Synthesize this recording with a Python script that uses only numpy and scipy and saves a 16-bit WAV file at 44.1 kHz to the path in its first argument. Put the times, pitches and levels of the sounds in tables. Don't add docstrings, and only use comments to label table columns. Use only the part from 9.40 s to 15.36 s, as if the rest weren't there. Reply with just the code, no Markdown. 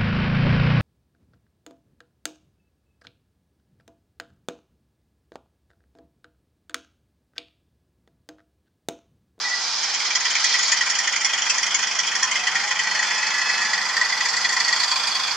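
import sys
import numpy as np
from scipy import signal
from scipy.fft import rfft, irfft, next_fast_len
from scipy.io import wavfile
from scipy.ndimage import map_coordinates

SR = 44100
rng = np.random.default_rng(int(sys.argv[2]) if len(sys.argv) > 2 else 0)


def transcribe(u):
    v = np.clip(np.atleast_2d(u).T, -1, 1)
    q = np.round(v * 32767).astype(np.int16)
    wavfile.write(sys.argv[1], SR, q)


N = 262836

# time in seconds, place (0 head-on, 1 passing, 2 gone by).
PASSING = [(0, 0.085), (1.2, 0.26), (2, 0.17), (2.8, 0.22), (3.5, 0.57), (4.3, 0.88), (4.9, 1.12),
           (5.3, 1.13), (5.55, 1.72), (5.96, 1.65)]
# time in seconds, speed in turns per second.
SPEED = [(0, 2.7486), (1.2, 3.6216), (2.2, 4.0748), (3.2, 4.1801), (3.9, 4.3076), (4.5, 4.1395),
         (5.3, 4.3084), (5.96, 4.1074)]
# time in seconds, level in dB, brightness (bogies over shell) in dB.
EFFORT = [(0, -41.5, 7), (.36, -29, -1.5), (.56, -23, 0.5), (.95, -20, -1), (1.4, -19, 0.5),
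          (2.2, -20, -1.5), (3, -21.5, -3), (3.6, -19, -5), (4.5, -21.5, -3), (5.25, -21, 2),
          (5.96, -24, 1)]
# frequency in Hz, width in Hz before squaring, relative dB head-on, passing, gone by.
SHELL = [(1039, 264, -23.5, -9.5, -9), (1535, 760, -12, -16, -16), (1949, 163, -3.5, 5.5, -12.5),
         (2104, 133, -4.5, -9, -11), (2387, 273, -6.5, -8, -8.5), (3176, 370, -1, -15.5, -24),
         (3385, 320, -29, -8.5, -2.5)]
# onset in seconds, bogie reference in dB, knock in Hz, knock reference in dB.
JOLTS = [(0.6, -19, 2300, -23), (0.704, -16, 2370, -21), (0.7517, -9, 1980, -19),
         (0.851, -14.5, 1950, -16.5), (0.9514, -14.5, 2370, -16), (1.0415, -8, 1960, -17),
         (1.229, -11.5, 2000, -25), (1.3184, -8, 1910, -16), (1.4087, -14.5, 1900, -15),
         (1.499, -9.5, 1950, -22), (1.587, -10.5, 1870, -18.5), (1.674, -14.5, 1890, -17),
         (1.76, -12.5, 2060, -19.5), (1.8472, -8, 2120, -16.5), (1.932, -13.5, 1950, -17),
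         (2.097, -8, 2580, -19), (2.18, -13, 1860, -19.5), (2.229, -12.5, 2070, -19.5),
         (2.264, -13.5, 2000, -21), (2.3437, -10, 2200, -18.5), (2.47, -15, 2000, -21),
         (2.5884, -11, 1960, -19), (2.752, -13.5, 1900, -20.5), (2.828, -10, 1860, -18),
         (2.9124, -14.5, 2090, -17), (2.9553, -17, 2080, -16.5), (3.0694, -14.5, 1970, -14),
         (3.309, -14, 1960, -16), (3.3914, -16, 1940, -15.5), (3.47, -22, 1920, -19),
         (3.5497, -16.5, 1940, -17), (3.866, -14, 1950, -19.5), (4.014, -15, 1930, -17),
         (4.177, -15.5, 1930, -16), (4.332, -13.5, 1950, -16), (4.377, -18, 1930, -17),
         (4.566, -13, 1890, -15.5), (4.612, -14.5, 1920, -14), (4.648, -18.5, 1930, -21),
         (4.7234, -16, 1960, -17), (4.806, -14, 1950, -16), (4.854, -13, 1940, -19),
         (4.887, -11.5, 1950, -27), (5.046, -11.5, 1950, -17.5), (5.125, -13, 1940, -21),
         (5.165, -13.5, 1950, -16), (5.2797, -11.5, 1920, -16.5), (5.326, -10.5, 1920, -16.5),
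         (5.433, -8, 1950, -19.5), (5.559, -10.5, 2400, -20.5), (5.672, -10, 2400, -22.5)]
JOLT_PEAK_S = 0.004


def amp(db):
    return 10 ** (np.asarray(db) / 20)


def unit(x):
    return x / np.sqrt(np.mean(x ** 2) + 1e-20)


def along(points, hz):
    f, v = np.transpose(points)
    return np.interp(np.log(hz + 1), np.log(f + 1), v)


def curves(rows):
    s, *cols = np.transpose(rows)
    return [np.interp(np.arange(N) / SR, s, c) for c in cols]


def by_place(levels_db):
    return np.interp(curves(PASSING)[0], np.arange(3), levels_db)


def wobble(knots_per_s):
    knots = rng.standard_normal(int(N * knots_per_s / SR) + 4)
    return map_coordinates(knots, [np.arange(N) * knots_per_s / SR])


def filtered(x, response):
    m = next_fast_len(N + SR // 2)
    return irfft(rfft(x, m) * response(np.fft.rfftfreq(m, 1 / SR)), m)[..., :N]


def resonance(f, hz, width_hz):
    return 1j * f * width_hz / (hz * hz - f * f + 1j * f * width_hz)


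def spread(x):
    # frequency in Hz, left-right correlation.
    alike = [(40, 0.48), (160, 0.91), (700, 0.91), (2000, 0.88), (3200, 0.72), (5300, 0.38), (8800, 0.29),
             (14000, 0)]

    def mid_side(hz):
        angle = np.arccos(np.clip(along(alike, hz), -1, 1)) / 2
        return np.array([np.cos(angle), np.sin(angle)])

    mid, side = filtered(x, mid_side)
    return np.array([mid + side, mid - side])


def contacts(spiky_db):
    step_db = spiky_db * rng.standard_normal(N // 16 + 1)
    sizes = amp(np.repeat(step_db, 16)[:N])
    return unit(spread(sizes * rng.standard_normal((2, N))))


def rush(spectrum, spiky_db):
    return unit(filtered(contacts(spiky_db), lambda hz: amp(along(spectrum, hz))))


def ring(force, modes, vary_db, wander):
    m = next_fast_len(N + SR // 8)
    f, spectrum = np.fft.rfftfreq(m, 1 / SR), rfft(force, m)
    sound, power = 0, 0
    for hz, width_hz, *views_db in modes:
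        response = resonance(f, hz, width_hz) ** 2
        gain = amp(by_place(views_db) + vary_db * wobble(25))
        drift = np.exp(2j * np.pi * np.cumsum(hz * wander * wobble(25)) / SR)
        analytic = np.fft.ifft(spectrum * response, m)[:, :N]
        sound = sound + 2 * gain * (analytic * drift).real
        power = power + gain ** 2 * np.mean(np.abs(response) ** 2)
    return sound / np.sqrt(power)


def flurries(times_s, levels_db, rises_s, fall_s, early_s):
    power = np.zeros(N)
    for s, db, rise_s in zip(times_s, levels_db, rises_s):
        span = np.arange(max(0, int(s * SR) - SR // 16), min(N, int(s * SR) + SR // 10))
        t = span / SR - s + early_s
        swell = np.exp(np.minimum(t / rise_s, -t / fall_s))
        power[span] += (amp(db) * swell) ** 2
    return np.sqrt(power)


def rattles():
    # share of the turn, dB head-on, dB passing, brightness in dB, rise in seconds at mean speed.
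    pattern = [(0, -0.5, -2, 4, 0.005), (.19, -4, -3, 1.5, 0.0057), (0.343, -1, 0.5, 2.5, 0.0068),
               (0.528, -2, -2, 1, 0.0054), (.682, -3, -1.5, 2.5, 0.0034), (0.857, -5.5, -2, 2.5, 0.0078)]
    first_turn_s, rise_speed_power, uneven_db = 0.099, 2.2, 0.6
    t = np.arange(N) / SR
    speed = curves(SPEED)[0]
    softness = (speed.mean() / speed) ** rise_speed_power
    turns = np.cumsum(speed) / SR
    turns -= np.interp(first_turn_s, t, turns)
    effort_db, bright_db = curves(EFFORT)
    place = curves(PASSING)[0]
    rows = []
    for share, head_on_db, passing_db, bright, rise_s in pattern:
        for i in np.searchsorted(turns, np.arange(share, turns[-1])):
            db = effort_db[i] + np.interp(place[i], [0, 1], [head_on_db, passing_db])
            rows.append((t[i], db, bright_db[i] + bright, rise_s * softness[i]))
    times_s, db, bright, rises_s = np.transpose(sorted(rows))
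    shell_db = db + uneven_db * rng.standard_normal(len(times_s))
    bogie_db = shell_db + bright
    for s, clash_db, _, knock_db in JOLTS:
        k = np.argmin(np.abs(times_s - s))
        times_s[k], rises_s[k] = s + JOLT_PEAK_S, 0.0028
        shell_db[k], bogie_db[k] = knock_db - 4, clash_db - 6.5
    return times_s, shell_db, bogie_db, rises_s


def drive():
    # frequency in Hz, width in Hz before squaring, relative dB head-on, passing, gone by.
    bogie = [(4619, 600, -12, -5, -2), (5045, 240, -6.5, -15, -27), (5650, 450, -2, -9.5, -22),
             (6683, 460, -4, -11.5, -17.5), (7390, 720, -21, -17, -16.5), (8610, 1730, -20, -26.5, -19)]
    times_s, shell_db, bogie_db, rises_s = rattles()
    jolt_s, jolt_db = np.transpose(JOLTS)[:2]
    tick_rises_s = np.full(len(JOLTS), 0.0005)
    ticks = flurries(jolt_s + JOLT_PEAK_S, jolt_db, tick_rises_s, fall_s=0.0016, early_s=0)
    ticks = amp(by_place((-2.5, -5.5, -7))) * ticks * contacts(spiky_db=-0.5)
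    shell_force = flurries(times_s, shell_db, rises_s, fall_s=0.016, early_s=0.0026) * contacts(spiky_db=2.0)
    shell_force = shell_force + amp(-6.5) * ticks
    bogie_force = flurries(times_s, bogie_db, rises_s, fall_s=0.0105, early_s=0.0029) * contacts(spiky_db=2.5)
    bogie_force = bogie_force + ticks
    shell_sound = ring(shell_force, SHELL, vary_db=2.1, wander=0.012)
    return shell_sound + ring(bogie_force, bogie, vary_db=1.5, wander=0.008)


def rails():
    # frequency in Hz, width in Hz, relative level in dB, all before the magnitude is squared.
    modes = [(4180, 56, -2.5), (5185, 200, -4.5), (6093, 140, -4), (7280, 150, -6.5)]

    def response(f):
        total = sum(amp(db) * resonance(f, hz, width_hz) for hz, width_hz, db in modes)
        return total * np.abs(total)

    return unit(filtered(contacts(spiky_db=3.5), response))


def scenery(x, echo_db, reach_s=0.024, count=12):
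    taps = np.zeros(SR // 16)
    delays = np.minimum((rng.uniform(0.15, 1, count) * reach_s * SR).astype(int), len(taps) - 1)
    taps[delays] = amp(echo_db) / np.sqrt(count) * rng.choice([-1, 1], count)
    taps[0] = 1
    return signal.fftconvolve(x, taps[None] / np.linalg.norm(taps), axes=1)[:, :N]


def wheels():
    # frequency in Hz, relative level in dB per Hz.
    board_colour = [(25, -42), (45, -48), (115, -21), (200, -22), (290, -19), (400, -17), (500, -11.5),
                    (660, -9), (800, 0), (1020, 0.5), (1180, -1), (1400, 1.5), (1750, -2), (2450, -7),
                    (2800, -9.5), (4000, -25)]
    boom_colour = [(60, -40), (100, -3), (135, -20), (170, 6.5), (215, 4), (260, -1.5), (500, -23)]
    hiss_colour = [(1500, -21), (2750, -8.5), (3300, 0), (3850, -8), (4400, -1), (5050, 6), (5450, -0.5),
                   (6050, 0.5), (6900, -8), (8300, -14), (9800, -17.5), (11000, -29), (11800, -55),
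                   (14400, -46)]
    scrape_colour = [(900, -33), (1500, -28), (2000, -22), (2330, 3), (2750, -20), (3250, -4.5), (3800, -1),
                     (4400, 3), (5200, 4.5), (6500, -4), (8000, -22), (11500, -56)]
    fizz_colour = [(7000, -12), (9000, 2), (11000, -4), (12000, -1), (13700, 8), (14400, -14)]
    # time in seconds, level in dB.
    weight = [(0, -74), (1, -66), (2, -57.5), (4.1, -54), (5.96, -59)]
    # time in seconds, level in dB before a -2.2 dB trim.
    points = [(0, -27), (.4, -23.5), (.82, -26.5), (1.0, -20.5), (1.2, -21), (1.4, -26), (2.2, -61)]
    bumps = wobble(30)
    speed = curves(SPEED)[0]
    speed_db = 1.0 * (speed - speed.mean())
    board_db = by_place((-32.5, -30, -31.5)) + speed_db + 0.24 * bumps
    board = amp(board_db) * rush(board_colour, spiky_db=0.5)
    boom = amp(curves(weight)[0] + 0.67 * wobble(16)) * rush(boom_colour, spiky_db=-1.0)
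    buzz_db = curves(EFFORT)[0] - 12.5 + 1.3 * wobble(60)
    buzz = ring(amp(buzz_db) * contacts(spiky_db=3.0), SHELL, vary_db=2.5, wander=0.014)
    hiss = rush(hiss_colour, spiky_db=1.0) + amp(-8.0) * rails()
    hiss = amp(by_place((-31, -29, -29)) + 1.1 * bumps) * hiss
    scrape = amp(curves(points)[0] - 2.2 + 1.2 * wobble(39.3)) * rush(scrape_colour, spiky_db=4.0)
    fizz = amp(by_place((-65, -46, -40)) + 1.2 * bumps) * rush(fizz_colour, spiky_db=7.0)
    return boom + scenery(board, echo_db=-9.5) + scenery(buzz + hiss + scrape + fizz, echo_db=-4)


def hum():
    # frequency in Hz, rms level in dB.
    tones = [(60.5, -90), (214, -67), (365, -62)]
    t = np.arange(N) / SR
    return np.sqrt(2) * sum(amp(db) * np.sin(2 * np.pi * hz * t + 0.28 * wobble(4.6)) for hz, db in tones)


def flanges():
    # centre in seconds, length in seconds (two standard deviations), frequency in Hz, level in dB.
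    squeaks = [(0.114, 0.11, 1962, -29), (0.165, 0.061, 4620, -37), (1.123, 0.018, 3300, -31),
               (2.84, 0.045, 1033, -36.5), (3, 0.026, 2560, -30), (5.537, 0.018, 4340, -28)]
    t = np.arange(N) / SR
    ragged_rad, flutter = 0.9 * wobble(120), unit(amp(4 * wobble(130)))
    tones = np.zeros(N)
    for s, length_s, hz, db in squeaks:
        swell = np.exp(-2 * ((t - s) / length_s) ** 2)
        tones += amp(db) * swell * np.sin(2 * np.pi * hz * t + ragged_rad)
    return np.sqrt(2) * flutter * tones


def knocks():
    gain_db, rise_s, t60_s, scatter_rad = 2.2, 0.0012, 0.075, 0.8
    out, t = np.zeros(N), np.arange(SR // 8) / SR
    ragged, ragged_clink = scatter_rad * wobble(240), 2 * scatter_rad * wobble(240)
    shape = (1 - np.exp(-t / rise_s)) * amp(-60 * t / t60_s)
    clink_db = by_place((-5, -20, -10))
    clink_hz = 3200 * (1 + 0.025 * wobble(25))
    for s, _, hz, db in JOLTS:
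        i = int(s * SR)
        span = i + np.arange(len(t))
        knock = np.sin(2 * np.pi * hz * t + ragged[span])
        clink = amp(clink_db[i]) * np.sin(2 * np.pi * clink_hz[i] * t + ragged_clink[span])
        out[span] += amp(db + gain_db) * shape * (knock + clink)
    return out


def gears():
    # multiple of the mesh frequency, rms level in dB, start and end of full level in seconds.
    partials = [(1, -39.5, 3.0, 3.62), (1, -42, 3.75, 3.85), (1, -44, 4.12, 4.36), (2, -32.5, 3.58, 3.8),
                (2, -31.5, 3.97, 4.34), (3, -38, 3.56, 3.64), (3, -34, 3.8, 3.89), (3, -32.5, 4.06, 4.17),
                (4, -37, 3.6, 3.75), (4, -42, 4.0, 4.32), (5, -33.5, 3.48, 3.61), (5, -41, 3.83, 3.92),
                (5, -33.5, 4.05, 4.13), (6, -36.5, 3.72, 3.82), (6, -36, 4.01, 4.13)]
    low_hz, mesh_top_hz, waver_hz = 733, 858.5, 6.4
    glide_start_s, glide_s = 2.95, 0.47
    rise_db_per_s, fall_db_per_s = 150, 120
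    t = np.arange(N) / SR
    glide = np.sin(np.pi / 2 * np.clip((t - glide_start_s) / glide_s, 0, 1)) ** 2
    mesh_hz = low_hz + (mesh_top_hz - low_hz) * glide + waver_hz * (1 - glide) * wobble(30)
    phase = 2 * np.pi * np.cumsum(mesh_hz * (1 + 0.0005 * wobble(50))) / SR
    whine = 0
    for k, db, start_s, end_s in partials:
        fade_db = rise_db_per_s * np.maximum(start_s - t, 0) + fall_db_per_s * np.maximum(t - end_s, 0)
        flutter = unit(amp(1.2 * wobble(40)))
        whine = whine + amp(db - fade_db) * flutter * np.sin(k * phase + 0.1 * wobble(70))
    return np.sqrt(2) * whine


def room(x):
    # frequency in Hz, 60 dB decay time in seconds.
    decay = [(200, 0.2), (2000, 0.064), (10000, 0.079)]
    hz, t, z = signal.stft(rng.standard_normal((2, SR // 2)), SR, nperseg=256)
    fading = z * amp(-60 * t / along(decay, hz)[:, None])
    noise = signal.istft(fading, SR, nperseg=256)[1]
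    tail = spread(noise)[:, :SR // 2]
    tail = np.pad(tail / np.linalg.norm(tail[0]), ((0, 0), (SR // 200, 0)))
    return signal.fftconvolve(x, tail, axes=1)[:, :N]


def scene():
    clatter = drive() + knocks() + flanges()
    return clatter + gears() + amp(-2.5) * room(clatter) + wheels() + hum()


def record(dry):
    # frequency in Hz, left minus right in dB.
    balance = [(100, 0.5), (1500, -0.6), (3500, -0.7), (4100, -1.5), (5400, -5.5), (6200, -4), (7150, 13.5),
               (8200, 17.5), (9500, 11), (14000, 7.5)]
    # frequency in Hz, gain in dB.
    treble = [(7000, -1), (7900, -4), (8900, -8), (9700, -10.5), (11100, -5), (11800, -19.5), (14400, -15)]
    top_hz = 14430

    def response(hz):
        ratio = amp(along(balance, hz))
        ports = np.array([ratio, np.ones_like(ratio)]) * np.sqrt(2 / (1 + ratio ** 2))
        return ports * amp(along(treble, hz)) * (hz < top_hz)

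    return filtered(dry, response)


dry = scene()
out = record(dry)
transcribe(out)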